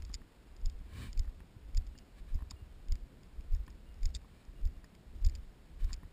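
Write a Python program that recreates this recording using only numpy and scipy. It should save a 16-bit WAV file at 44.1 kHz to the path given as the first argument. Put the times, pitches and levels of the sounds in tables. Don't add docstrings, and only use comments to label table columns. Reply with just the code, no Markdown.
import sys
import numpy as np
from scipy import signal
from scipy.fft import rfft, irfft
from scipy.io import wavfile
from scipy.ndimage import map_coordinates

SR = 44100
rng = np.random.default_rng(int(sys.argv[2]) if len(sys.argv) > 2 else 0)


def to_wav(s):
    ch = np.atleast_2d(s).T
    pcm = np.round(np.clip(ch, -1, 1) * 32767)
    wavfile.write(sys.argv[1], SR, pcm.astype(np.int16))


def invert_db(level):
    return 10 ** (np.asarray(level, dtype=float) / 20)


N = 269892

# stop_s (the foot stops), level_db (peak of the sway),
# pitch_hz (sway up to its peak), rebound_db (against the sway)
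FOOTFALLS = [(.669, -23.5, 28.5, -10), (1.201, -23, 30.6, -5), (1.782, -22.5, 31, -6),
             (2.355, -26.5, 25.8, -3.5), (2.925, -24, 28.5, -6), (3.54, -22.5, 28.4, -7),
             (4.064, -21.5, 28.8, -10), (4.662, -24, 28.8, -4), (5.268, -19.5, 32.6, -3),
             (5.849, -24, 32.7, -7)]
# peak_s, level_db (top of the swell), pitch_hz
LESSER_JOLTS = [(.033, -36, 44), (.152, -35, 40.7), (.759, -35.5, 31), (.81, -39.5, 46), (1.09, -36, 47.7),
                (1.287, -30, 44), (1.42, -43, 59), (1.57, -42.5, 79.6), (1.659, -44, 45), (1.878, -35, 38),
                (2.22, -40, 31.7), (2.428, -33, 50), (2.474, -39, 56), (2.539, -39.5, 63),
                (2.627, -37.5, 68), (3.031, -36.5, 37), (3.393, -34, 43.7), (3.607, -31, 41.2),
                (3.687, -42.5, 50.3), (4.162, -34, 50.3), (4.49, -41.5, 42.7), (4.773, -40.5, 31.4),
                (5.393, -35, 45.4), (5.943, -35.5, 39.4), (5.977, -40.5, 44), (6.054, -41, 65.4)]
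# (per Hz, relative)
SHUDDER_SPECTRUM = [(12, -19), (22, 0), (40, -0.5), (70, -1.5), (110, -26.5), (200, -38.5), (400, -69)]
# time_s, level_db (rms)
SHUDDER_LULLS = [(0, -40), (.31, -64.5), (.9, -48), (1.48, -63), (2.08, -57.5), (2.63, -55), (3.2, -63),
                 (3.78, -55.5), (4.42, -61.5), (4.95, -65), (5.63, -61), (6.12, -60)]
# lag_s (after the stop), level_db (rms against the sway's peak)
SHUDDER_SHAPE = [(-0.11, -28), (-0.036, -25), (0.03, -20), (0.1, -26)]
# time_s, level_db (peak of the high modes), length_ms
TICK_TIMES = [(0.0227, -47, 1.1), (.0506, -45, 3.1), (.0939, -55, 1.4), (0.1307, -52, 1.7), (0.138, -46, 4),
              (.1424, -28, 1.7), (0.1486, -33.5, .82), (0.151, -42, .8), (.5659, -51, 1.2),
              (.6148, -60, 1.5), (.659, -36, .71), (.699, -48.5, 2.1), (1.1305, -40.5, 1.1),
              (1.176, -43.5, 1.7), (1.1944, -36.5, 3.6), (1.7485, -43.5, 3.3), (1.7712, -38, 1.7),
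              (1.7752, -34, 7.2), (1.8675, -52.5, 2.1), (1.8732, -55, 1.1), (1.9783, -49.5, 1.8),
              (1.9872, -43.5, .95), (2.346, -51.5, 4.8), (2.3594, -57, 1.1), (2.5023, -53, 1.1),
              (2.5098, -32.5, 0.99), (2.5172, -57, 1.7), (2.8848, -50, 1.6), (2.922, -33, .78),
              (2.9552, -49.5, 1.8), (3.2336, -57, .9), (3.4089, -56, 1.3), (3.536, -55, 1.1),
              (3.5492, -48.5, 2.6), (3.524, -56, 1.3), (3.6662, -55, 1.4), (3.7034, -52, 1.9),
              (3.9426, -58, 1.3), (4.032, -40.5, 1.5), (4.0562, -31.5, 1.1), (4.06, -46, .74),
              (4.0919, -57, 1.4), (4.1439, -52, 1.3), (4.1503, -29.5, 1.2), (4.1534, -40, .65),
              (4.1589, -39, 1.3), (4.165, -42, .7), (4.4515, -58, 1.1), (4.6537, -46, 1.3),
              (4.6737, -53.5, 1.6), (4.8444, -52.5, 1.6), (4.9512, -55, 1.1), (5.2471, -38, 1.7),
              (5.2498, -35, .91), (5.2645, -38, 5.1), (5.288, -49, 1.1), (5.297, -47, 2.1),
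              (5.3526, -41.5, 1.2), (5.357, -46, 0.8), (5.8452, -44.5, 1.5), (5.9204, -53, 1.2),
              (5.9315, -30.5, .66), (5.938, -40, 1.1), (5.941, -42, .7), (5.9644, -59, 1.1)]
# pitch_hz, width_hz, level_db (relative)
TICK_HIGH_MODES = [(5136, 594, -0.5), (4580, 740, -7.5), (3770, 71, -10.5), (3630, 360, -13)]
# pitch_hz, width_hz, level_db (relative)
TICK_LOW_MODES = [(2045, 265, 5.5), (2450, 240, 5.5), (3165, 216, 4.5), (1340, 1100, -10)]
# time_s (middle of the push), shell_db (peak), thump_db (peak)
KNOCK_TIMES = [(.097, -52.5, -45), (0.215, -53.5, -50), (.81, -61, -48), (1.244, -53.5, -64),
               (1.275, -56, -54), (1.402, -50.5, -49), (1.564, -72, -48), (1.951, -56, -52),
               (2.353, -67, -42.5), (2.387, -53, -64), (2.404, -51, -64), (2.42, -50, -45.5),
               (2.513, -46.5, -45.5), (2.613, -73, -55), (2.954, -57, -53), (3.555, -57, -63),
               (3.677, -46.5, -48), (4.244, -55, -53), (4.84, -51, -52), (5.263, -64, -65),
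               (5.892, -55, -71), (5.904, -49.5, -71), (5.924, -50.5, -45), (6.03, -51, -45.5)]
# pitch_hz, width_hz, level_db (relative)
SHELL_MODES = [(1055, 156, 10), (1850, 78, 7), (2290, 420, -13), (1300, 400, -43)]
# pitch_hz, width_hz, level_db (relative)
KNOCK_THUMP_MODES = [(141, 67, -5.5), (293, 56, -10.5)]
# peak_s, rise_s, fall_s, rub_db (rms at the peak), flutter_db (same)
BRUSH_STROKES = [(1.03, 0.1, 0.061, -52.5, -43.5), (2.188, 0.023, .018, -65, -66),
                 (2.29, .012, 0.042, -65, -63), (4.38, .06, 0.075, -70.5, -69),
                 (5.81, .018, 0.054, -61.5, -63), (5.904, 0.022, 0.011, -59.5, -59)]
# pitch_hz, width_hz, level_db (relative)
BRUSH_MODES = [(1060, 63, -4), (1716, 205, -1.5), (2350, 110, -1.5), (3020, 140, -2.5), (3730, 290, -10),
               (4420, 440, -6)]
# (per Hz, relative)
FLUTTER_SPECTRUM = [(40, -60), (65, 8), (100, 3.5), (150, -8.5), (250, -10.0), (400, -24.0),
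                    (800, -33.5), (1600, -67)]
# start_s, level_db (before its rise, decay and flicker)
METAL_RINGS = [(.635, -77), (1.948, -67.5), (2.56, -71), (2.6, -76), (2.885, -74), (3.862, -68.5),
               (4.552, -70), (4.73, -76)]
# (per Hz, relative)
HISS_SPECTRUM = [(53, -24), (90, -1.5), (208, -3), (505, -12.5), (602, -14.5), (980, -18.5), (1190, -20),
                 (1520, -20.5), (4620, -26.5), (5320, -27.5), (5800, -29), (7540, -65), (12800, -120)]


def evened(x):
    return x / np.sqrt(np.mean(x ** 2) + 1e-20)


def peaked(x):
    return x / abs(x).max()


def add(mix, start_s, sound):
    part = mix[max(round(start_s * SR), 0):][:len(sound)]
    part += sound[:len(part)]


def coloured(points, count):
    point_hz, point_db = np.transpose(points)
    hz = np.fft.rfftfreq(count, 1 / SR)
    level_db = np.interp(np.log(hz + 1), np.log(point_hz + 1), point_db)
    white = rfft(rng.standard_normal(count))
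    return evened(irfft(white * invert_db(level_db), count))


def wander(hz):
    return coloured([(.3, 0), (hz, 0), (2 * hz, -40)], N)


def ring(x, modes):
    out = np.zeros(len(x))
    for k, (hz, width_hz, db) in enumerate(modes):
        r = np.exp(-np.pi * width_hz / SR)
        feedback = [1, -2 * r * np.cos(2 * np.pi * hz / SR), r * r]
        out += (-1) ** k * invert_db(db) * signal.lfilter([1 - r, 0, r - 1], feedback, x)
    return out


def burst(length_s, rattle_db, rattle_s, creep_db):
    t = np.arange(SR // 20) / SR - .015
    skirt = invert_db(np.where(t > 0, rattle_db, creep_db)) * np.exp(-abs(t) / rattle_s)
    core = np.exp(-(t / length_s) ** 2)
    hit = (core + skirt) * rng.standard_normal(len(t))
    hit[abs(t).argmin()] += 5.0
    return hit


def thuds():
    lead_s, settling_pace = 0.0097, 0.797
    rebound_hz, rebound_rise_s, rebound_t60_s = 66.6, 0.011, 0.14
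    out = np.zeros(N)
    t = np.arange(-SR // 10, SR // 4) / SR
    from_peak = t + lead_s
    settling = from_peak > 0
    width_s = np.where(settling, 0.021 / settling_pace, 0.025)
    bell = np.exp(-(from_peak / width_s) ** 2)
    swell = np.where(t < 0, np.exp(-(t / rebound_rise_s) ** 2), invert_db(-60 * t / rebound_t60_s))
    rebound = swell * np.sin(2 * np.pi * rebound_hz * t)
    for stop_s, db, hz, rebound_db in FOOTFALLS:
        sway_hz = hz * np.where(settling, settling_pace, 1)
        sway = np.cos(2 * np.pi * sway_hz * from_peak) * bell
        add(out, stop_s + t[0], invert_db(db) * (sway - invert_db(rebound_db) * rebound))
    return out


def jolts():
    out = np.zeros(N + SR)
    for peak_s, db, hz in LESSER_JOLTS:
        turns = np.arange(-SR // 20, SR // 20) / SR * hz
        swing = np.cos(2 * np.pi * (turns + rng.random()))
        add(out, peak_s, invert_db(db) * swing * np.exp(-(turns / 0.47) ** 2))
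    return out[SR // 20:][:N]


def shudder():
    around_steps = [(step[0] + lag_s, step[1] + db) for step in FOOTFALLS for lag_s, db in SHUDDER_SHAPE]
    time_s, db = np.transpose(sorted(SHUDDER_LULLS + around_steps))
    level_db = np.interp(np.arange(N) / SR, time_s, db)
    lumps_db = 1.5 * wander(17.0)
    return invert_db(level_db + lumps_db) * coloured(SHUDDER_SPECTRUM, N)


def ticks():
    core_share = 0.44
    low_at_reference_db, reference_db = -55, -44.5
    low_growth, low_spread_db = 0.62, 2.5
    out = np.zeros(N)
    for time_s, db, length_ms in TICK_TIMES:
        hit = burst(core_share * length_ms / 1000, -7.5, 0.0028, -12.5)
        low_db = low_at_reference_db + low_growth * (db - reference_db)
        low_db += low_spread_db * rng.standard_normal()
        high = invert_db(db) * peaked(ring(hit, TICK_HIGH_MODES))
        low = invert_db(low_db) * peaked(ring(hit, TICK_LOW_MODES))
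        add(out, time_s - .0157, high + low)
    return out


def knocks():
    out = np.zeros(N)
    for time_s, shell_db, thump_db in KNOCK_TIMES:
        shell = peaked(ring(burst(0.00073, -7.5, 0.0029, -40), SHELL_MODES))
        push = np.pad(np.hanning(90), (530, len(shell) - 620))
        thump = peaked(ring(push, KNOCK_THUMP_MODES))
        add(out, time_s - .013, invert_db(shell_db) * shell + invert_db(thump_db) * thump)
    return out


def brushes():
    out = np.zeros(N)
    t = np.arange(-SR // 5, SR // 5) / SR
    for peak_s, rise_s, fall_s, rub_db, flutter_db in BRUSH_STROKES:
        friction = rng.standard_normal(len(t))
        body = ring(friction, BRUSH_MODES) + invert_db(-15.5) * friction
        grain_db = 1.6 * coloured([(20, -7), (150, -18), (400, -1)], len(t))
        rub = evened(body * invert_db(grain_db))
        flutter = coloured(FLUTTER_SPECTRUM, len(t))
        bell = np.exp(-(t / np.where(t < 0, rise_s, fall_s)) ** 2)
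        add(out, peak_s + t[0], (invert_db(rub_db) * rub + invert_db(flutter_db) * flutter) * bell)
    return out


def rings():
    pitch_hz, rise_s, t60_s = 2830, 0.0041, 0.37
    out = np.zeros(N)
    t = np.arange(SR // 4) / SR
    tone = (1 - np.exp(-t / rise_s)) * np.sin(2 * np.pi * pitch_hz * t)
    for start_s, db in METAL_RINGS:
        add(out, start_s, invert_db(db - 60 * t / t60_s) * tone)
    return out * invert_db(3 * wander(40))


def air():
    hiss = coloured(HISS_SPECTRUM, N)
    low = signal.sosfilt(signal.butter(2, 500, fs=SR, output="sos"), hiss)
    waver = invert_db(1.8 * wander(6.6)) - 1
    return invert_db(-62.5) * (hiss + waver * low)


def scene():
    case = thuds() + jolts() + shudder() + ticks() + knocks() + brushes()
    return (case + rings() + air())[None]


def band_limit(x):
    return signal.sosfilt(signal.butter(12, 16420, fs=SR, output="sos"), x)


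def record(dry):
    sample_hz, limit_hz, top_hz = 12000, 5600, 15250
    limited = signal.sosfilt(signal.butter(14, limit_hz, fs=SR, output="sos"), dry)
    at = np.arange(N * sample_hz // SR + 1) * SR / sample_hz
    samples = map_coordinates(limited[0], [at], order=5, mode="nearest")
    held = np.repeat(samples, 4)
    held = signal.resample_poly(held, 147, 160)[None, :N]
    top_cut = signal.firwin(401, top_hz, window=("kaiser", 7), fs=SR)
    mix = signal.oaconvolve(held, top_cut[None], "same")
    return band_limit(mix)


dry = scene()
out = record(dry)
to_wav(out)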